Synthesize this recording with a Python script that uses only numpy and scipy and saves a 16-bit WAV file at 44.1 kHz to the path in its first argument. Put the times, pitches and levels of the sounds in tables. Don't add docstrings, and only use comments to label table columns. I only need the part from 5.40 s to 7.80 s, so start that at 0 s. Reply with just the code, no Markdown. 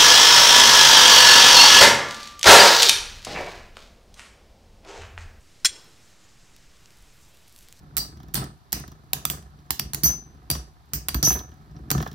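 import sys
import numpy as np
from scipy import signal
from scipy.io import wavfile

SR = 44100
rng = np.random.default_rng(int(sys.argv[2]) if len(sys.argv) > 2 else 0)


def transcribe(signal):
    frames = np.atleast_2d(signal).T
    limited = np.clip(frames, -1, 1)
    pcm = np.round(limited * 32767).astype(np.int16)
    wavfile.write(sys.argv[1], SR, pcm)


def amplitude_ratio(level_db):
    exponent = np.asarray(level_db, float) / 20
    return 10 ** exponent


N = 105840


def in_time(rows):
    return np.interp(np.arange(N) / SR, *np.transpose(rows))


def rms_one(x):
    return x / np.sqrt(np.mean(x ** 2) + 1e-20)


def band(x, hz, order=2):
    sos = signal.butter(order, np.clip(hz, 10, .45 * SR), "band", fs=SR, output="sos")
    return signal.sosfilt(sos, x + 1e-18)


def clicks(s, gains):
    out = np.zeros(N)
    out[(np.asarray(s) * SR).astype(int)] = gains
    return out


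def drift(rate_hz):
    r = np.exp(-80 * np.pi * rate_hz / SR)
    noise = rng.standard_normal(N // 40 + 2002)
    slow = signal.lfilter([1], [1, -2 * r, r * r], noise)[2000:]
    return np.interp(np.arange(N) / 40, np.arange(len(slow)), rms_one(slow))


def coloured(spectrum, patchy_db):
    out = 0
    edges_hz = 45 * 2 ** np.arange(0, 8.6, .5)
    white = rng.standard_normal((2, N))
    hz, db = np.transpose(spectrum)
    for k, pair in enumerate(zip(edges_hz, edges_hz[1:])):
        level_db = np.interp(np.log(pair).mean(), np.log(hz), db)
        out = out + amplitude_ratio(level_db + patchy_db * drift(6.7)) * band(white[k % 2], pair)
    return rms_one(out)


def strike(pitches_hz, modes, s, db):
    out = np.zeros(N)
    for hz, (level_db, t60_s) in zip(pitches_hz, modes):
        r = amplitude_ratio(-60 / (t60_s * SR))
        w = 2 * np.pi * hz / SR
        push = clicks(s, amplitude_ratio(db + level_db + .8 * rng.standard_normal(len(s))))
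        out += signal.lfilter([0, np.sin(w)], [1, -2 * r * np.cos(w), r * r], push + 1e-18)
    return out


# time in s, level of the arm in dB, level of the jaw in dB.
TOUCHES = [
    (.2465, -36, -44),
    (.2474, -34, -44),
    (0.2484, -10, -28),
    (0.2512, -14.5, -44),
    (0.2537, -21.5, -44),
    (0.2557, -23, -14.5),
    (.2578, -28.5, -24),
    (0.2606, -30.5, -24),
    (0.282, -33.5, -33.5),
    (.2885, -47, -48),
]
ARM_HZ = [1580, 2000, 2462, 4120, 4900, 5300, 5440, 5855, 8230, 9690, 11640, 12700, 13910, 15600]
JAW_HZ = [1809, 2710, 3355, 4240, 4637, 6460, 6656, 6975, 7364, 8858, 9330, 10510, 11880, 14550]
# level in dB, t60 in s.
ARM_MODES = [(-9, .09), (-10, .09), (-19, 0.053), (-7, .11), (-14, .05), (-2.5, .055), (-5, .055),
             (-8.5, 0.077), (-17.5, .08), (-12.5, 0.062), (-31.5, .06), (-23.5, .05), (-28, .05),
             (-23.5, 0.055)]
JAW_MODES = [(-14, .06), (-15, .06), (-1.5, .09), (-9, .12), (-15.5, 0.042), (-12.5, .12), (-4.5, 0.078),
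             (-11, .07), (-1.5, 0.094), (-1.5, .16), (-16, 0.11), (-23, .03), (-21, 0.065), (-20.5, .05)]
# frequency in Hz, density in dB per Hz.
CRACK = [(150, -32), (600, -22), (1200, -21), (1900, -9), (3350, -7), (5360, -1.5), (9500, -14),
         (16000, -28)]


def tongs():
    crack_db, crack_t60_s = -11.5, 0.061
    settle_s, settle_over_s, settle_loss_db = 0.2666, .012, -9.5
    thud_hz, thud_db, thud_t60_s = 260, -49, .08
    s, arm_db, jaw_db = np.transpose(TOUCHES)
    ring = strike(ARM_HZ, ARM_MODES, s, arm_db) + strike(JAW_HZ, JAW_MODES, s, jaw_db)
    settled = np.clip((np.arange(N) / SR - settle_s) / settle_over_s, 0, 1)
    thin = signal.butter(2, 1350, "high", fs=SR, output="sos")
    ring = signal.sosfilt(thin, ring * amplitude_ratio(settle_loss_db * settled))
    ring = ring + strike([thud_hz], [(thud_db, thud_t60_s)], s[2:3], 0)

    hits = clicks(s, amplitude_ratio(np.maximum(arm_db, jaw_db)))
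    dying = signal.lfilter([1], [1, -amplitude_ratio(-60 / (crack_t60_s * SR))], hits + 1e-18)
    return ring, amplitude_ratio(crack_db) * dying * coloured(CRACK, patchy_db=.3)


# delay in s, level in dB.
ECHOES = [
    (.0355, -29),
    (.047, -40),
    (.105, -38),
]


def yard(x):
    tail_db, tail_t60_s, tail_rise_s = -32, 0.58, 0.024
    wall_cut_hz, echo_spread_s = 5300, 0.0026
    t = np.arange(N) / SR
    tail = amplitude_ratio(tail_db - 20.5 - 60 * t / tail_t60_s) * (1 - np.exp(-t / tail_rise_s))
    reply = tail * rng.standard_normal(N)
    for lag_s, db in ECHOES:
        smear = (t >= lag_s) * np.exp(-np.abs(t - lag_s) / echo_spread_s)
        reply += amplitude_ratio(db - 13) * smear * rng.standard_normal(N)
    reply = signal.sosfilt(signal.butter(1, wall_cut_hz, fs=SR, output="sos"), reply)
    return signal.fftconvolve(x, reply)[:N]


# frequency in Hz, density in dB per Hz.
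SCRAPE = [(120, -21), (300, 3), (800, -6.5), (2000, -12.5), (6000, -28.5)]


def scrape():
    peak_s, rise_s, fall_s, level_db = 0.35, .07, 0.18, -56
    t = np.arange(N) / SR - peak_s
    stroke = np.exp(-(t / np.where(t < 0, rise_s, fall_s)) ** 2)
    return amplitude_ratio(level_db) * stroke * coloured(SCRAPE, patchy_db=3.5)


# time in s, peak in dB, treble share in dB.
SPITS = [(.2011, -40, -20), (.4443, -47, 0), (1.1644, -34, -5.5), (1.3705, -42, -22), (1.4586, -32, -32),
         (1.5063, -37, -11), (1.5719, -44, -2), (1.5863, -44, -1), (1.6254, -41, -4), (1.9455, -47, 0),
         (1.9718, -42, -1), (2.035, -51, -4), (2.0775, -38, -22), (2.081, -42, 3), (2.0957, -41, -4),
         (2.1234, -52, -7), (2.1257, -42.5, 1.5), (2.1626, -32, -2), (2.1787, -40, -9), (2.1889, -33, -3),
         (2.2088, -39, -10), (2.2238, -41.5, -6.5), (2.2273, -38.5, -6), (2.2368, -46, -25),
         (2.2862, -32, -4), (2.3259, -27, -5), (2.3657, -40.5, -24), (2.3732, -44, -9), (2.3923, -40, -3.5)]


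def spits():
    spit_hz, split_hz = (2500, 15500), 8500
    tail_db, tail_s = -19, .001
    s, db, treble_db = np.transpose(SPITS)
    rough = rng.standard_normal(N)
    low_pass = signal.butter(3, split_hz, fs=SR)

    def bursts(gains):
        burst = clicks(s, gains)
        tail = signal.lfilter([amplitude_ratio(tail_db)], [1, -np.exp(-1 / (tail_s * SR))], burst + 1e-18)
        wide = band(tail * rough - burst, spit_hz)
        return wide, signal.filtfilt(*low_pass, wide)

    _, body = bursts(amplitude_ratio(db + 8))
    wide, below = bursts(amplitude_ratio(db + treble_db + 9.5))
    return body + wide - below


# time in s, level in dB.
SIZZLE = [(1.3, -77), (1.5, -70), (1.62, -70), (1.7, -73), (1.8, -70), (1.95, -68), (2.05, -71), (2.1, -65),
          (2.23, -64), (2.26, -71), (2.33, -65), (2.4, -67)]


def sizzle():
    grains_per_s, grain_spread_db, steam_share = 1800, 3.8, .6
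    sizzle_hz, gain_db = (6100, 15400), 0.5
    start_s, fade_s = 1.25, .2
    sizes = amplitude_ratio(grain_spread_db * np.minimum(rng.exponential(1, N), 4)) * rng.choice([-1, 1], N)
    born = rng.random(N) < grains_per_s * amplitude_ratio(4 * drift(25)) / SR
    smooth = steam_share * amplitude_ratio(3 * drift(15)) * rng.standard_normal(N)
    steam = rms_one(sizes * born) + smooth
    begun = np.clip((np.arange(N) / SR - start_s) / fade_s, 0, 1)
    return begun * amplitude_ratio(in_time(SIZZLE) + gain_db) * rms_one(band(steam, sizzle_hz))


# time in s, length in s, start pitch in Hz, end pitch in Hz, level in dB.
CHIRPS = [
    (.78, 0.16, 6800, 7300, -71),
    (.62, .08, 7250, 7100, -76),
    (.68, 0.104, 6600, 6300, -76),
    (.95, 0.19, 6400, 6900, -75),
    (1.935, .03, 2600, 2800, -72),
    (2.291, .01, 4190, 5500, -70),
    (2.366, 0.017, 3100, 4900, -68),
]


def chirps():
    out = np.zeros(N)
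    t = np.arange(N) / SR
    for s, length_s, start_hz, end_hz, db in CHIRPS:
        u = np.clip((t - s) / length_s, 0, 1)
        phase = 2 * np.pi * np.cumsum(start_hz + (end_hz - start_hz) * u) / SR
        out += amplitude_ratio(db + 7) * drift(70) * np.sin(np.pi * u) ** .6 * np.sin(phase)
    return out


# frequency in Hz, density in dB per Hz.
AIR = [(60, -7), (110, -5.5), (250, -14.5), (700, -19), (2500, -20.5), (6800, -22), (10000, -32),
       (16000, -38.5)]
# time in s, level in dB.
AIR_LEVEL = [(0.0, -60.5), (0.25, -59.5), (0.39, -58.5), (0.73, -59.5), (1.63, -60), (2.4, -60.5)]


def far_hiss():
    gain_db = 2.5
    return amplitude_ratio(in_time(AIR_LEVEL) + gain_db) * coloured(AIR, patchy_db=1.1)


# time in s, level in dB.
GUST = [(0.0, -75), (0.03, -59), (0.21, -65.5), (0.3, -51.5), (0.33, -68), (0.95, -69), (1.04, -51.5),
        (1.09, -63), (1.32, -58), (1.5, -68.5), (1.66, -48.5), (1.75, -68), (1.86, -61.5), (1.91, -74),
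        (2.28, -59), (2.4, -75)]


def wind():
    return amplitude_ratio(in_time(GUST)) * rms_one(band(rng.standard_normal(N), (14.6, 39.7)))


def port_rumble():
    return amplitude_ratio(-88.5) * rms_one(band(rng.standard_normal(N), (12, 60)))


def scene():
    ring_echo_db, grit_echo_db = .3, 2.5
    ring, grit = tongs()
    echoes = yard(amplitude_ratio(ring_echo_db) * ring + amplitude_ratio(grit_echo_db) * grit)
    pour = spits() + sizzle() + chirps()
    mid = ring + grit + echoes + scrape() + pour + far_hiss() + wind()
    side = port_rumble()
    return np.array([mid + side, mid - side])


def band_limit(x):
    return signal.sosfilt(signal.butter(12, 16840, fs=SR, output="sos"), x)


def record(dry):
    rounded = .9 * np.tanh(dry / .9)
    top_cut = signal.cheby2(12, 32, 16050, fs=SR, output="sos")
    offset = np.array([-.00128, -.00188])
    mix = signal.sosfilt(top_cut, rounded) + offset[:, None]
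    return band_limit(mix)


dry = scene()
out = record(dry)
transcribe(out)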